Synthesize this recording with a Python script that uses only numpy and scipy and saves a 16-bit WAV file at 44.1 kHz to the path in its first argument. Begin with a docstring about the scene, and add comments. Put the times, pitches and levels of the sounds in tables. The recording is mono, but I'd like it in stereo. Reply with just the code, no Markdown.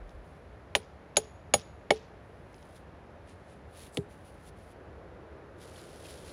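"""Four hammer blows drive a steel wedge at the foot of an upright log in a conifer forest.
Each blow crushes fibres and makes wood and steel ring; the trees throw back a faint echo.
Then gloves rustle on bark, a wooden pole drops into place, and water starts to pour from a basin,
pattering on loose soil. A distant hush and a low rumble of air lie under everything;
wind puffs twice at the start, and a far stream comes in near the end."""
import sys
import numpy as np
from scipy import signal
from scipy.fft import rfft, irfft, next_fast_len
from scipy.io import wavfile

SR = 44100
rng = np.random.default_rng(int(sys.argv[2]) if len(sys.argv) > 2 else 0)


def generate_wav(signal):
    """Clip the signal to [-1, 1] and save it as 16-bit WAV at the path in sys.argv[1]."""
    frames = np.transpose(np.atleast_2d(signal))
    scaled = np.clip(frames, -1, 1) * 32767
    pcm = np.round(scaled).astype(np.int16)
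    wavfile.write(sys.argv[1], SR, pcm)


N = 278756
TIME = np.arange(N) / SR
AGE = TIME[:SR]   # the first second after a hit

# low rumble of the air: (frequency [Hz], level [dB per Hz])
RUMBLE = [(22, -26.5), (45, -5), (65, 3), (91, 2), (129, -4.5), (166, -6), (220, -14.5)]
# distant hush of the forest: (frequency [Hz], level [dB per Hz])
HUSH = [(88, -36), (150, -7), (178, -7), (283, -9.5), (371, -8), (589, -7), (757, -11), (1110, -16),
        (1270, -16.5), (1730, -18.5), (3030, -30.5), (7500, -44.5), (8250, -49.5), (10600, -41),
        (15000, -64.5)]
# the far stream: (frequency [Hz], level [dB per Hz])
STREAM = [(250, -9.5), (340, 0.5), (470, -2), (600, -6), (800, -19), (1500, -17), (2200, -26.5)]
# wind on the microphone: (frequency [Hz], level [dB per Hz])
WIND = [(26, -22), (44, -5), (70, -10.5), (140, -40)]
# puffs of that wind: (time [s], level [dB])
PUFFS = [(0.02, -49.5), (0.155, -48.5)]

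# bits of bark falling away: (frequency [Hz], level [dB per Hz])
CRUMBS = [(1800, -13.5), (2700, -2), (3400, 2), (4200, -6), (5200, 2), (6200, -4), (7200, -13),
          (11000, -29.5), (15000, -30.5)]
# bark and grit ticking: (time [s], level [dB])
TICKS = [(0.093, -48), (0.106, -54), (1.1595, -36), (2.543, -44), (2.582, -52), (2.627, -47), (2.760, -51),
         (2.778, -54), (4.491, -52)]
# cloth on bark: (frequency [Hz], level [dB per Hz])
CLOTH = [(1200, -12), (2500, 0), (4000, -2.5), (6000, -6), (8000, -8), (10000, 2.5), (12000, -12.5),
         (14000, -8.5), (16000, -16)]
# cloth strokes: (full-speed time [s], relative level [dB], swell [s], hold [s], fade [s], cutoff [Hz])
STROKES = [(0.09, -77, .06, .02, .15, 19000), (0.25, -79, .03, .1, .2, 19000),
           (2.24, -82.5, .04, .28, .05, 19000), (2.54, -71.5, .05, .21, .08, 19000),
           (2.76, -66, .012, .005, .06, 19000), (3.29, -62.5, .04, .008, .085, 10000),
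           (3.51, -67.5, .13, .015, .09, 10000), (3.775, -56.5, .07, .082, .065, 19000),
           (4.108, -66.5, .035, .004, .16, 19000), (4.265, -65.5, .055, .012, .135, 19000),
           (4.47, -61, .085, .022, .018, 19000), (4.575, -73, .04, .09, .08, 19000),
           (4.705, -70.5, .08, .023, .012, 19000)]

# water pattering on soil: (frequency [Hz], level [dB per Hz])
PATTER = [(900, -10), (2000, -4.5), (3300, -2), (4500, -3.5), (6500, -7), (8000, -5), (10000, -2.5),
          (12000, -12), (14000, -14), (16000, -24)]
# sloshes that bring more water at once: (time [s], relative level [dB])
SLOSHES = [(5.617, -62.5), (5.785, -65.5), (6.055, -64.5), (6.105, -60), (6.265, -64.5)]
# fat drops splashing: (time [s], level [dB], pitch [Hz])
SPLASHES = [(5.622, -65, 3400), (5.758, -51, 3200), (5.792, -51, 4000), (6.047, -57, 3700),
            (6.053, -45, 2780), (6.167, -55, 4200), (6.296, -47.5, 3900)]

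# the pole's end sliding down the trunk: (full-speed time [s], level [dB], swell [s], hold [s], fade [s])
POLE_SLIDE = (3.944, -53, .028, .012, .075)
# wood scraping on bark: (frequency [Hz], level [dB per Hz])
SCRAPING = [(2500, -12), (4000, -8.5), (6500, -9), (7800, 0), (9800, 1), (11500, -7.5), (15000, -17)]
# bark snapping on bark: (frequency [Hz], level [dB per Hz])
BARK = [(1500, -3), (2100, 6), (2900, -4), (3700, 5), (4600, -9), (7000, -13), (9500, -2), (12000, -13),
        (15000, -17)]
# the pole landing on its neighbours: (time [s], click [dB], knock [dB], bed [dB], ground [dB])
POLE_DROPS = [(3.9720, -17.3, -23.5, -64, -61), (3.9840, -39, -59, -21.3, -38), (4.057, -75, -75, -51, -47)]
# the pole ringing: (pitch [Hz], level [dB], ring time [s])
POLE_TONES = [(265, -5, 0.065), (324, -8.5, 0.1), (420, -17, 0.039), (478, 1.5, 0.055), (650, -7.5, 0.035),
              (804, -6, 0.028), (1000, -16, .04)]
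# its bed, the row of poles and soil that carry it: (pitch [Hz], level [dB], ring time [s])
BED_TONES = [(122, -3, 0.086), (173, 0, 0.058), (406, -6.5, 0.14)]
# the ground thudding: (frequency [Hz], level [dB per Hz])
GROUND = [(35, -16), (70, -1), (130, -3.5), (250, -1.5), (400, -12), (900, -37.5)]

# hammer blows: (time [s], crack [dB], crack pitch [Hz], splinters [dB], crush time [s],
# splinter cutoff [Hz], knock [dB], clack [dB], trunk [dB], wedge [dB], hammer head [dB], ground [dB])
BLOWS = [(0.7517, -4, 2760, -18, 0.039, 6000, -23.5, -45, -32, -30.5, -32, -34),
         (1.1685, -4.5, 3500, -21, 0.046, 9424, -19.3, -35, -27, -12, -32, -37),
         (1.5381, -9, 3290, -17, 0.041, 8550, -14, -21.5, -36.5, -14.5, -26, -29.5),
         (1.9056, -13.5, 2070, -15.5, 0.023, 5700, -12.8, -15.2, -20.5, -39.5, -37.5, -33)]
# crushed fibres and grit: (frequency [Hz], level [dB per Hz])
SPLINTERS = [(200, -12.5), (400, -3.5), (800, -0.5), (1100, -3), (1700, -6.5), (2300, -5.5), (3400, -2),
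             (4500, -6.5), (6000, -8.5), (8000, -11), (11000, -10), (15000, -24.5)]
# wood around the wedge: (pitch [Hz], level [dB], ring time [s])
KNOCK_TONES = [(495, -9, 0.08), (584, 0.5, 0.056), (690, -4.5, .055), (803, -4, 0.066), (881, -4, .032),
               (1290, -16, .035), (2940, -12, 0.039), (3230, -17, .035), (3543, -14.5, 0.031)]
# the stiff lip of the cut: (pitch [Hz], level [dB], ring time [s])
CLACK_TONES = [(1861, -10, 0.027), (2223, 0.5, 0.035), (4310, -8, 0.028), (5360, -10.5, .025)]
# the whole trunk: (pitch [Hz], level [dB], ring time [s])
TRUNK_TONES = [(379, 1.5, .085), (411, -4, 0.11), (436, -2, 0.19)]
# the steel wedge, damped by the wood that grips it: (pitch [Hz], level [dB], ring time [s])
WEDGE_TONES = [(6600, -7.5, .04), (6745, -1, .05), (6934, -6.5, .04), (9900, -16, .025), (10170, -5, .04),
               (10250, -15.5, 0.033), (11100, -15, 0.053), (10930, -14.5, 0.034)]
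# the hammer head: (pitch [Hz], level [dB], ring time [s])
HEAD_TONES = [(9430, 2.5, .095), (13562, -12, .09), (14782, -15, .045)]
# sound thrown back by the trees: (frequency [Hz], level [dB per Hz])
TREE_ECHO = [(200, -5.5), (600, 0), (1300, -4.5), (2500, -0.5), (3800, -2.5), (5500, -8), (7000, -13.5),
             (8500, -23.5), (11000, -21), (15000, -33.5)]

# how alike the air sounds on both sides: (frequency [Hz], likeness [0-1])
AIR_LIKENESS = [(60, 1), (290, 0.7), (640, 0.5), (1400, .35), (3100, .5), (7000, .3), (15000, .1)]
# how much louder the background is on the left: (frequency [Hz], left minus right [dB])
AIR_BALANCE = [(60, 3), (110, 5), (200, 8), (380, 4.5), (700, 2), (1300, 5), (2400, 8), (4400, 10.5),
               (8000, 3), (15000, -3.5)]
# the same for near sounds: (frequency [Hz], left minus right [dB])
NEAR_BALANCE = [(60, 2.5), (200, 9), (400, 5.5), (700, 5.5), (1300, 7.5), (2400, 11), (4400, 9.5),
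                (6800, 6.5), (9000, 0.5), (15000, -.5)]
# how far near sounds run ahead on the left: (frequency [Hz], phase lead [radians])
NEAR_LEAD = [(300, -0.12), (850, .5), (1350, -.6), (2000, .1), (3000, -0.91), (4200, 0.41), (5500, 2.04),
             (6700, 1.06), (9000, 0.19), (15000, 0)]
# resonances of the left microphone opening: (frequency [Hz], sharpness [Q])
MIC_RESONANCES = [(8450, 6), (12250, 9.5)]


def from_db(db):
    """Turn decibels into a volume factor."""
    return 10 ** (np.asarray(db) / 20)


def unit_power(x):
    """Scale a signal to an average power of 1."""
    return x / np.sqrt(np.mean(x ** 2) + 1e-20)


def at_hz(points, hz):
    """Read between a table's rows on a log frequency scale."""
    known_hz, values = np.transpose(points)
    return np.interp(np.log(np.maximum(hz, 1)), np.log(known_hz), values)


def noise(spectrum, likeness, size=SR):
    """Stereo noise shaped by a table; likeness 1 makes both sides the same, 0 unrelated."""
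    hz = np.arange(size // 2 + 1) * SR / size
    alike = np.clip(likeness if np.isscalar(likeness) else at_hz(likeness, hz), 0, 1)
    treble_cut = 1 / (1 + (hz / spectrum[-1][0]) ** 8)
    bass_cut = 1 - 1 / (1 + (hz / spectrum[0][0]) ** 4)
    colour = from_db(at_hz(spectrum, hz)) * treble_cut * bass_cut
    mid, side = rfft(rng.standard_normal((2, size))) * colour
    stereo = np.sqrt(1 + alike) * mid + np.sqrt(1 - alike) * side * [[1], [-1]]
    return unit_power(irfft(stereo, size))


def add(track, s, sound):
    """Mix a sound in from time s."""
    start = int(round(s * SR))
    track[..., start:start + sound.shape[-1]] += sound[..., :N - start]


def low_pass(x, hz):
    """Soften the treble above the cutoff hz."""
    return signal.sosfilt(signal.butter(2, min(hz, .45 * SR), fs=SR, output="sos"), x)


def fade(rise_s, ring_s):
    """Volume that rises, then dies away by 60 dB over the ring time."""
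    return (1 - np.exp(-(AGE / rise_s) ** 2)) * from_db(-60 * AGE / ring_s)


def swell(s, db, swell_s, hold_s, fade_s):
    """Volume that peaks at time s, holds and fades; swell and fade times each span 20 dB."""
    early = np.maximum(s - TIME, 0)
    late = np.maximum(TIME - s - hold_s, 0)
    return from_db(db - 20 * np.minimum(early / swell_s + late / fade_s, 10))


def sets_in(s, db, swell_s, db_per_s):
    """Volume that reaches its level at time s, then keeps growing slowly."""
    return swell(s, db, swell_s, N / SR, 1) * from_db(db_per_s * np.maximum(TIME - s, 0))


def ring(tones, rise_s):
    """A struck object's dying tones, each about a decibel different on every hit."""
    out = np.zeros(SR)
    for k, (hz, db, ring_s) in enumerate(tones):
        strength = (-1) ** k * from_db(db + rng.standard_normal())
        out += strength * fade(rise_s, ring_s) * np.sin(2 * np.pi * hz * AGE)
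    return out


def crack(hz, cycles):
    """Two hard things meet: a pressure pulse a wave or two long."""
    progress = AGE * hz / cycles
    return progress ** 2 * np.exp(2 - 2 * progress) * np.sin(2 * np.pi * hz * AGE)


def grains(per_s, spread_db):
    """Flickering volume from tiny random contacts, each about a millisecond long."""
    sizes = from_db(spread_db * np.minimum(rng.exponential(1, N), 4))
    contacts = sizes * (rng.random(N) < per_s / SR)
    power = signal.lfilter([1], [1, -np.exp(-1000 / SR)], contacts ** 2 + 1e-12)
    return unit_power(np.sqrt(power))


def forest_air():
    """The air rumbles steadily under the forest's distant hush."""
    rumble = from_db(-54.2) * noise(RUMBLE, AIR_LIKENESS, size=N)
    hush = from_db(-52.75) * noise(HUSH, AIR_LIKENESS, size=N)
    return rumble + hush


def far_stream():
    """Distant running water comes in and slowly grows louder."""
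    return sets_in(s=4.76, db=-53.6, swell_s=.06, db_per_s=1.2) * noise(STREAM, .49, size=N)


def wind_puffs():
    """Wind bumps the microphone with two low puffs."""
    puffs = sum(swell(s, db, swell_s=.04, hold_s=.045, fade_s=.05) for s, db in PUFFS)
    return puffs * noise(WIND, .8, size=N)


def bark_ticks():
    """Crumbs of bark and grit snap."""
    out = np.zeros((2, N))
    for s, db in TICKS:
        add(out, s, from_db(db) * noise(CRUMBS, .99) * fade(rise_s=.0004, ring_s=.0079))
    return out


def glove_rustle():
    """Gloves and jacket slide over bark in short grainy strokes, some duller than others."""
    cloth = from_db(2.5) * grains(per_s=3800, spread_db=3.5) * noise(CLOTH, .46, size=N)
    return sum(swell(*shape) * low_pass(cloth, cutoff_hz) for *shape, cutoff_hz in STROKES)


def pouring_water():
    """Sloshing water breaks into drops that patter on soil; the fattest splash at their own pitch."""
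    flow = sets_in(s=5.612, db=-62.3, swell_s=.045, db_per_s=4.6)   # grows as the basin tilts
    flow += sum(swell(s, db, swell_s=.03, hold_s=.012, fade_s=.065) for s, db in SLOSHES)
    out = from_db(1.44) * flow * grains(per_s=2400, spread_db=2.5) * noise(PATTER, .86, size=N)
    for s, db, hz in SPLASHES:
        cavity = [(hz / 2, -26), (hz, 0), (hz * 2, -30)]
        add(out, s, from_db(db) * noise(cavity, .96) * fade(rise_s=.0011, ring_s=.036))
    return out


def dropped_pole():
    """The pole scrapes down, bark clicks on bark, then its weight sets the bed ringing and settles."""
    out = swell(*POLE_SLIDE) * grains(per_s=2500, spread_db=2.5) * noise(SCRAPING, .7, size=N)
    for s, click_db, knock_db, bed_db, ground_db in POLE_DROPS:
        bark = from_db(-9.5) * noise(BARK, .98) * fade(rise_s=.00013, ring_s=.017)
        click = from_db(click_db) * (crack(hz=3160, cycles=.7) + bark)
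        knock = from_db(knock_db) * ring(POLE_TONES, rise_s=.0033)
        bed = from_db(bed_db) * ring(BED_TONES, rise_s=.004)
        thud = low_pass(noise(GROUND, .71), hz=129) * fade(rise_s=.0071, ring_s=.32)
        add(out, s, click + knock + bed + from_db(ground_db) * thud)
    return out


def falling_crumbs(force_db):
    """Bits of bark fall after a blow, louder after a harder knock."""
    crackle = noise(CRUMBS, .8) * grains(per_s=250, spread_db=.5)[:SR]
    return from_db(-43 + force_db) * crackle * fade(rise_s=.039, ring_s=.24)


def tree_echo(force_db, steel):
    """The trees scatter a blow back, and the steel's ping lingers among the trunks."""
    wash = from_db(-54 + force_db) * noise(TREE_ECHO, .55) * fade(rise_s=.028, ring_s=.55)
    scatter = rng.standard_normal((2, SR)) * fade(rise_s=.03, ring_s=.62) / np.sqrt(SR)
    ping = from_db(-17) * signal.fftconvolve(steel[None], scatter, axes=1)[:, :SR]
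    return wash + ping


def hammer_blows():
    """Each blow cracks, crushes fibres, rings wood and steel, shakes the ground and echoes."""
    out = np.zeros((2, N))
    for (s, crack_db, crack_hz, splinter_db, crush_s, cutoff_hz,
         knock_db, clack_db, trunk_db, wedge_db, head_db, ground_db) in BLOWS:
        contact = from_db(crack_db) * crack(crack_hz, cycles=.58)
        crush = fade(rise_s=.0001, ring_s=crush_s)
        crush += from_db(-24) * fade(rise_s=.0086, ring_s=.13)   # nearby stones make it last longer
        splinters = from_db(splinter_db) * low_pass(noise(SPLINTERS, .94) * crush, cutoff_hz)
        knock = from_db(knock_db) * ring(KNOCK_TONES, rise_s=.0013)
        clack = from_db(clack_db) * ring(CLACK_TONES, rise_s=.0005)
        trunk = from_db(trunk_db) * ring(TRUNK_TONES, rise_s=.003)
        wedge = from_db(wedge_db) * ring(WEDGE_TONES, rise_s=.00054)
        head = from_db(head_db) * ring(HEAD_TONES, rise_s=.0006)
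        ground = from_db(ground_db) * noise(GROUND, 1.0) * fade(rise_s=.002, ring_s=.13)
        force_db = .62 * (knock_db + 17.5)   # zero for a typical knock of -17.5 dB
        crumbs = falling_crumbs(force_db)
        echo = tree_echo(force_db, steel=wedge + from_db(-8) * head)
        add(out, s, contact + splinters + knock + clack + trunk + wedge + head + ground + crumbs + echo)
    return out


def lean_left(x, balance, lead=((1, 0), (SR, 0))):
    """The two microphone openings hear each frequency at their own level and timing."""
    size = next_fast_len(N + SR // 10)
    hz = np.arange(size // 2 + 1) * SR / size
    ratio = from_db(at_hz(balance, hz))
    right_lag = np.exp(-1j * at_hz(lead, hz))
    sides = 2 * np.array([ratio, right_lag]) / (1 + ratio)
    return irfft(rfft(x, size) * sides, size)[:, :N]


def scene():
    """Woodwork and water close by, in front of the forest background."""
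    woodwork = hammer_blows() + dropped_pole() + bark_ticks() + glove_rustle()
    near = lean_left(woodwork, NEAR_BALANCE, NEAR_LEAD) + lean_left(pouring_water(), NEAR_BALANCE)
    background = forest_air() + far_stream() + wind_puffs()
    return near + lean_left(background, AIR_BALANCE)


def record(dry):
    """The left opening shifts the treble's timing, big peaks are rounded, the highest treble is cut."""
    left, right = dry
    for hz, q in MIC_RESONANCES:
        notched = signal.lfilter(*signal.iirnotch(hz, q, fs=SR), left)
        left = 2 * notched - left   # changes phase, not level
    both = np.array([left, right])
    rounded = both / (1 + both ** 6) ** (1 / 6)
    treble_cut = signal.cheby2(16, 70, 16800, fs=SR, output="sos")   # 70 dB down from 16800 Hz
    return signal.sosfilt(treble_cut, rounded)


dry = scene()
out = record(dry)
generate_wav(out)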